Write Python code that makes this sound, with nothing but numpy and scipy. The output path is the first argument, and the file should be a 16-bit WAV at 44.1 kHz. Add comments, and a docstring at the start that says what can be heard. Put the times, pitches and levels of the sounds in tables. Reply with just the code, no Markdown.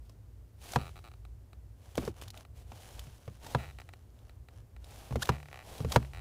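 """A car's accelerator pedal, pumped by a shoe, clacks on its end stop and sets the floor pan booming.
Held down, the loaded pedal creaks in runs of tiny slips, each one a sharp click.
The rubber sole thuds, scrapes and squeaks; trouser cloth swishes and snaps as the leg moves.
Under it all lies the low hum of the cabin, and everything is close by in the carpeted footwell."""
import sys
import numpy as np
from scipy import signal
from scipy.fft import rfft, irfft
from scipy.io import wavfile
from scipy.ndimage import map_coordinates

SR = 44100
rng = np.random.default_rng(int(sys.argv[2]) if len(sys.argv) > 2 else 0)


def wav_out(sig):
    """Save sig, one row per channel (or a flat mono array), as 16-bit PCM at SR to the path in sys.argv[1]."""
    wavfile.write(sys.argv[1], SR, np.round(np.clip(np.atleast_2d(sig).T, -1, 1) * 32767).astype(np.int16))


N = 273630
TIME = np.arange(N) / SR
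RING = TIME[:SR * 3 // 4]  # time axis of one hit and its tail
TOP_HZ = 15600

# pedal presses: t/s at the stop, clack/dB, boom/dB, crack/dB, travel/s, cloth swish/dB,
# sole scrape/dB, swell over the travel/dB
PRESSES = [(0.7592, -19, -23, -25, 0.14, -49, -48.5, 11),
           (3.5477, -19.5, -23.5, -31.5, 0.11, -54, -50.5, 2.5),
           (5.2908, -19, -22, -22.5, 0.073, -53.5, -50, -2),
           (5.96, -15, -17.5, -18, 0.041, -45, -40.5, 2.5)]
# modes of the floor pan, and last the long ring of the cabin air: f/Hz, level/dB, t60/s
CABIN_MODES = [(44.4, -12, 0.108), (68.3, -10, 0.43), (123.8, 4, 0.12), (162.6, -6.5, 0.11),
               (215.4, -8, 0.14), (278.7, -13.5, 0.14), (364.5, -30.5, 0.31), (423, -12, 0.09),
               (140.2, -20.5, 0.8)]


def amp(db):
    """Decibels to gain."""
    return 10 ** (np.asarray(db) / 20)


def unit(x):
    """Scales to rms 1."""
    return x / np.sqrt(np.mean(x ** 2) + 1e-20)


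def eq_gains(curve, size):
    """Spreads an EQ curve (f/Hz, level/dB) over the bins of a transform."""
    hz, db = np.transpose(curve)
    return amp(np.interp(np.log(np.fft.rfftfreq(size, 1 / SR) + 1), np.log(hz), db))


def tint(x, curve):
    """Colours x with an EQ curve (f/Hz, level/dB), at rms 1."""
    return unit(irfft(rfft(x) * eq_gains(curve, len(x)), len(x)))


def click(curve, size=2048):
    """The minimum-phase impulse with this EQ curve, peak 1."""
    cepstrum = irfft(np.log(eq_gains(curve, size)))
    cepstrum[1:size // 2] *= 2
    cepstrum[size // 2 + 1:] = 0
    pulse = irfft(np.exp(rfft(cepstrum)))
    return pulse / abs(pulse).max()


def wander(hz, size):
    """A random drift that turns about hz times a second."""
    knots = rng.standard_normal(size)
    return np.interp(np.arange(size) * hz / SR, np.arange(size), knots)


def fade(t60, rise=1e-5):
    """Envelope of a hit: an attack of about rise seconds, then an exponential tail."""
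    return (1 - np.exp(-RING / rise)) * np.exp(-np.log(1000) * RING / t60)


def add(mix, s, sound):
    """Lays a sound into the mix at s seconds."""
    part = mix[max(round(s * SR), 0):][:len(sound)]
    part += sound[:len(part)]


def ring(modes, rise, spread):
    """Struck modes of alternating sign, slightly detuned by the changing load of the foot."""
    detune = 1 + spread * rng.standard_normal(len(modes))
    return sum((-1) ** k * amp(db) * fade(t60, rise) * np.sin(2 * np.pi * hz * detune[k] * RING)
               for k, (hz, db, t60) in enumerate(modes))


def cabin_hum():
    """The bed: a low cabin rumble that wavers slightly under a faint hiss."""
    # colour of the cabin air: f/Hz, level/dB
    hum_eq = [(20, -24.5), (32, -11.5), (45, -16), (56, 9.5), (72, -1), (90, 2), (115, -1), (145, -15),
              (190, -19), (300, -21), (600, -28), (1200, -36.5), (3000, -44.5), (15000, -47)]
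    noise = tint(rng.standard_normal(N), hum_eq)
    bass = signal.sosfiltfilt(signal.butter(2, 160, fs=SR, output="sos"), noise)
    waver = amp(2.2 * wander(12, N))
    return amp(-51.5) * (noise + bass * (waver - 1))


def leg_motion():
    """Envelopes of swish, scrape and crackle: presses run to the stop and settle, shifts form an arch."""
    # the foot lifts or shifts: t/s, length/s, cloth swish/dB, sole scrape/dB, crackle/dB
    shifts = [(.01, 0.15, -76.5, -87, -87), (1.778, 0.23, -67.5, -66, -72),
              (1.959, 0.16, -56.5, -49.5, -65), (2.137, 0.17, -64.5, -57.5, -62.5),
              (2.328, .11, -64.5, -57.5, -64), (2.541, 0.094, -66.5, -64, -73),
              (2.64, 0.51, -60, -58.5, -65), (3.084, 0.34, -69.5, -69, -70), (3.78, .32, -100, -74, -80),
              (4.106, 0.27, -81, -70, -76), (4.487, 0.14, -77, -66.5, -74), (4.81, 0.39, -60, -56.5, -68),
              (5.5, 0.095, -82, -60.5, -70), (5.621, .26, -56.5, -50.5, -75)]
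    cloth, sole = np.zeros((2, N))
    for stop, *_, travel, cloth_db, sole_db, swell_db in PRESSES:
        before, after = np.maximum(stop - TIME, 0), np.maximum(TIME - stop, 0)
        attack = np.exp(-np.maximum(before - travel, 0) / 0.02)  # the leg gets going
        press = (TIME < stop) * attack * amp(-swell_db * np.minimum(before / travel, 1))
        landed = TIME >= stop  # the cloth comes to rest, and the sole sooner
        cloth += amp(cloth_db) * press + landed * amp(-60.5) * np.exp(-after / 0.18)
        sole += amp(sole_db) * press + landed * amp(-45.5) * np.exp(-after / 0.06)
    crackle = amp(-8) * cloth
    for start, length, cloth_db, sole_db, crackle_db in shifts:
        off_centre = abs(2 * (TIME - start) / length - 1)
        near = off_centre < 2
        arch = amp(-16.5 * off_centre[near] ** 3.44)  # flat top: speeds up, holds, eases off
        cloth[near] += amp(cloth_db) * arch
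        sole[near] += amp(sole_db) * arch
        crackle[near] += amp(crackle_db) * arch
    return cloth, sole, crackle


def rubbing(catches_per_s=130):
    """Cloth fibres catch in countless small grains and a few larger ones; the sole scrapes lower down."""
    # colours of the cloth's swish, its larger catches and the sole's scrape: f/Hz, level/dB
    swish_eq = [(300, -19.5), (1200, -15), (2000, -3), (3200, -1), (4500, -3.5), (6300, -4.5),
                (10500, -6.5), (15500, -11)]
    crackle_eq = [(300, -16), (1200, 2.5), (3200, -6), (6300, -4.5), (15500, -12)]
    scrape_eq = [(120, 3), (300, -5.5), (520, 0), (780, 0), (1100, -8.5), (1500, -12.5), (2000, -17),
                 (3000, -16), (8000, -43)]
    cloth, sole, crackle = leg_motion()
    fibres = rng.standard_normal(N) * amp(2.4 * wander(1200, N) + 1.3 * wander(90, N))
    impulses = (rng.random(N) < catches_per_s / SR) * rng.standard_normal(N)
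    grain = rng.standard_normal(len(RING)) * fade(t60=0.008)
    catches = signal.oaconvolve(impulses, grain)[:N]
    tread = rng.standard_normal(N) * amp(1.6 * wander(150, N))
    return (cloth * tint(fibres, swish_eq) + crackle * tint(catches, crackle_eq)
            + sole * tint(tread, scrape_eq))


def cloth_snaps():
    """Folds of cloth and laces flick over: a sharp tick and a brief fizz, thin below its resonance."""
    # flicks of cloth and laces: t/s, level/dB, centre f/Hz
    flicks = [(.096, -51, 5000), (.721, -35, 6470), (1.955, -36, 810), (1.974, -35.5, 6200),
              (2.051, -38, 4960), (2.215, -37, 3180), (2.222, -34.5, 820), (2.236, -41, 2780),
              (2.2815, -38.5, 3350), (2.304, -36.5, 4200), (2.375, -40, 3000), (2.994, -34.5, 3240),
              (3.806, -51, 4930), (4.19, -57.5, 3560), (4.844, -45, 3760), (5.256, -31.5, 3320),
              (5.781, -38.5, 3780)]
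    out = np.zeros(N)
    for s, db, hz in flicks:
        fizz_eq = [(hz / 4, -20), (hz / 2, -12), (hz, 0), (hz * 2, -6), (16000, -11)]
        fizz = tint(rng.standard_normal(len(RING)), fizz_eq) * fade(t60=0.027)
        tick = fade(t60=0.0036) * np.sin(2 * np.pi * hz * RING)
        add(out, s, amp(db) * (1.43 * tick + 0.4 * fizz))
    return out


def sole_squeaks():
    """Rubber sticks and slips fast enough to make a short, gritty, gliding tone."""
    # chirps of the sole: t/s, level/dB, length/s, starting f/Hz, glide/octaves, roughness/0-1
    chirps = [(0.7342, -38.5, 0.0053, 730, 0.033, 0.41), (1.954, -45.5, 0.002, 3150, 0.0068, 0.1),
              (3.463, -48.5, 0.0087, 892, .05, 0.54), (5.2203, -32.5, 0.015, 1326, 0.52, 0.49),
              (5.919, -33, 0.0091, 1077, 0.22, 0.71)]
    # colour of the sole's grit: f/Hz, level/dB
    grit_eq = [(300, -25), (1100, 3), (2400, -14), (3600, 3.5), (5000, -4), (7000, -5), (15000, -15.5)]
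    out = np.zeros(N)
    for s, db, length, hz, glide, rough in chirps:
        along = np.linspace(0, 1, max(int(length * SR), 32))
        pitch = hz * 2 ** (glide * along) * (1 + 0.031 * rough * wander(1120, len(along)))
        turns = np.cumsum(pitch) / SR
        tone = sum(np.sin(2 * np.pi * k * turns) / k for k in range(1, 9) if k * hz < TOP_HZ)
        grit = tint(rng.standard_normal(len(along)), grit_eq)
        blend = (1 - rough) * unit(tone) + rough * grit
        arch = np.sqrt(abs(np.sin(np.pi * along)))
        add(out, s, amp(db) * unit(blend * arch))
    return out


def trim_crack():
    """Dense high modes of plastic trim: the treble dies sooner than the mids."""
    mid_eq = [(200, 8.5), (700, 3.5), (1100, 7.5), (1600, -2), (2300, -8), (4000, -20.5),
              (8000, -24), (15000, -42)]
    treble_eq = [(800, -31), (2200, 7), (4000, 0.5), (6000, -2), (9000, -10), (15000, -13)]
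    mids = tint(rng.standard_normal(len(RING)), mid_eq) * fade(t60=0.039, rise=0.00058)
    treble = tint(rng.standard_normal(len(RING)), treble_eq) * fade(t60=0.035, rise=0.00013)
    return 1.2 * mids + 0.41 * treble


def sole_thuds():
    """The sole lands with a dull, sagging note; the carpet puffs, the floor gives and stirs the cabin."""
    # soft blows of sole and heel: t/s, level/dB, nominal f/Hz, t60/s, floor push/dB, floor f/Hz
    blows = [(.095, -51, 525, 0.03, -50, 196), (1.978, -11.5, 444, 0.012, -20, 237),
             (2.03, -40, 413, 0.099, -33, 209), (2.0765, -24, 450, 0.064, -33.5, 85),
             (2.718, -35.5, 700, 0.013, -67, 201), (3.068, -44, 295, 0.013, -43.5, 124),
             (3.278, -35, 480, 0.032, -36.5, 106.6), (5.108, -33, 525, 0.01, -31, 129),
             (5.124, -30, 564, 0.013, -28.5, 65), (5.1567, -19, 492, 0.036, -25, 76),
             (5.1595, -28.5, 480, 0.014, -25.5, 236), (5.803, -30.5, 453, 0.026, -25.5, 141.6),
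             (5.8468, -24, 490, 0.03, -23.5, 75.7)]
    carpet_eq = [(100, -47), (220, 3.5), (320, -5.5), (600, -23), (1500, -59), (5000, -47)]
    out = np.zeros(N)
    for s, db, hz, t60, push_db, floor_hz in blows:
        pitch = hz * (0.683 + 0.5 * np.exp(-RING / 0.0089))
        sole = fade(t60, rise=0.001) * np.sin(2 * np.pi * np.cumsum(pitch) / SR)
        puff = amp(-13) * tint(rng.standard_normal(len(RING)), carpet_eq) * fade(t60=0.075, rise=0.004)
        floor = fade(t60=14 / floor_hz, rise=0.0031) * np.sin(2 * np.pi * floor_hz * RING)
        cabin = amp(-0.5) * min(1, 130 / floor_hz) ** 2 * ring(CABIN_MODES, rise=0.014, spread=0.057)
        trim = amp(-19.5 + 0.75 * db) * trim_crack()  # a harder blow cracks the trim louder
        add(out, s, amp(db) * (sole + puff) + amp(push_db) * (floor + cabin) + trim)
    return out


def pedal_slips(sag_db=-2, spread_db=1.4):
    """Stick-slip in lone ticks and in weakening runs that slow, hold or quicken: rows of t/s, level/dB."""
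    # lone slips while the pedal is held or eased: t/s, level/dB
    lone_slips = [(1.116, -46), (1.1383, -47), (1.2515, -44.5), (1.5315, -45), (2.343, -41.5), (2.451, -44),
                  (3.8905, -38.5), (3.9365, -38), (4.2954, -46), (4.4865, -43.5), (4.7648, -44.5),
                  (5.383, -41.5), (6.028, -39), (6.049, -40)]
    # runs of slips under load: start t/s, end t/s, slip count, last gap over first gap, level/dB
    runs = [(.788, 0.892, 11, 1.5, -37), (0.958, 0.9897, 4, 1.45, -41.5), (1.0418, 1.0854, 6, 1.14, -42.5),
            (3.585, 3.657, 15, 1.6, -38), (3.667, 3.71, 5, 0.87, -41.5), (3.787, 3.817, 3, 1.2, -36.5),
            (5.32, 5.366, 8, 2.1, -37.5), (5.402, 5.5144, 5, 1.03, -38.5), (5.529, 5.591, 5, 1.16, -35),
            (5.602, 5.626, 4, 1, -40.5), (6.1347, 6.1934, 6, 0.74, -36.5)]
    rows = list(lone_slips)
    for start, end, count, slowing, db in runs:
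        gaps = np.geomspace(1, slowing, count - 1)
        along = np.append(0, np.cumsum(gaps)) / gaps.sum()
        levels = db + sag_db * along + spread_db * rng.standard_normal(len(along))
        rows += zip(start + (end - start) * along, levels)
    return rows


def pedal_creaks(hollow_q=4.4, hollow_depth=0.82):
    """Each slip is one sharp click, a little unlike the last, scattered faintly off the footwell walls."""
    # colours of a slip's body and of its sharp edge: f/Hz, level/dB
    body_eq = [(150, -48), (450, -2), (800, 3), (1150, 3.5), (1500, -0.5), (2350, 0.5), (2850, -1),
               (3250, -13.5), (3900, -9.5), (5200, -15.5), (9000, -22), (15000, -24.5)]
    edge_eq = [(700, 4), (2500, -48.5), (3700, -7), (4500, 0.5), (5300, -22.5), (8000, -21), (15000, -15)]
    # timbre as the foot changes place: t/s, edge against body/dB, hollow f/Hz
    timbre = [(1, -3.5, 1930), (1.5, -1.5, 1950), (3.7, -9.5, 1200), (4.4, 2, 1170), (5.4, -33, 1300),
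              (6.2, -7, 1220)]
    when, edge_db, hollow_hz = np.transpose(timbre)
    body, edge = click(body_eq), np.roll(click(edge_eq), 6)
    out = np.zeros(N)
    for s, db in pedal_slips():
        detune, bite = rng.standard_normal(2)
        slip = body + amp(np.interp(s, when, edge_db) + 1.4 * bite) * edge
        notch = signal.iirnotch(np.interp(s, when, hollow_hz), hollow_q, fs=SR)
        slip += hollow_depth * (signal.lfilter(*notch, slip) - slip)
        repitched = map_coordinates(slip, [np.arange(len(slip)) * (1 + 0.035 * detune)])
        add(out, s, amp(db) * repitched)
    scatter = amp(-19) * rng.standard_normal(1024) * fade(t60=0.021, rise=0.00073)[:1024]
    scatter[0] = 1  # the direct sound
    return signal.oaconvolve(out, scatter)[:N]


def pedal_knocks():
    """The pedal clacks on its stop, the trim cracks, and the floor pan booms just after."""
    # modes of the pedal and its stop: f/Hz, level/dB, t60/s
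    pedal_modes = [(482, -5.5, 0.045), (582, -11.5, 0.056), (688, -7, 0.043), (807, -1.5, 0.028),
                   (971, 0, 0.036), (1196, -12, 0.043), (1359, -13, 0.046), (1663, 0.5, 0.015),
                   (1690, -6.5, 0.012), (2133, -21.5, 0.031), (2630, -23, 0.028), (2880, -30, 0.02),
                   (3000, -41.5, 0.042), (3430, -15.5, 0.016), (3800, -18.5, 0.011), (4140, -15.5, 0.017),
                   (4510, -29, .03), (5150, -34, 0.054)]
    out = np.zeros(N)
    for s, clack_db, boom_db, crack_db, *_ in PRESSES:
        add(out, s, amp(clack_db) * ring(pedal_modes, rise=0.0005, spread=0.0069))
        add(out, s, amp(crack_db) * trim_crack())
        add(out, s + 0.0012, amp(boom_db) * ring(CABIN_MODES, rise=0.0045, spread=0.023))
    return out


def scene():
    """Cabin, cloth, shoe and pedal in one close mono mix."""
    bed = cabin_hum() + rubbing()
    return (bed + pedal_knocks() + sole_thuds() + pedal_creaks() + sole_squeaks() + cloth_snaps())[None]


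def record(dry):
    """A steep low-pass takes off the very top."""
    lowpass = signal.firwin(511, TOP_HZ, window=("kaiser", 9), fs=SR)
    return signal.oaconvolve(dry, lowpass[None], "same")


dry = scene()
out = record(dry)
wav_out(out)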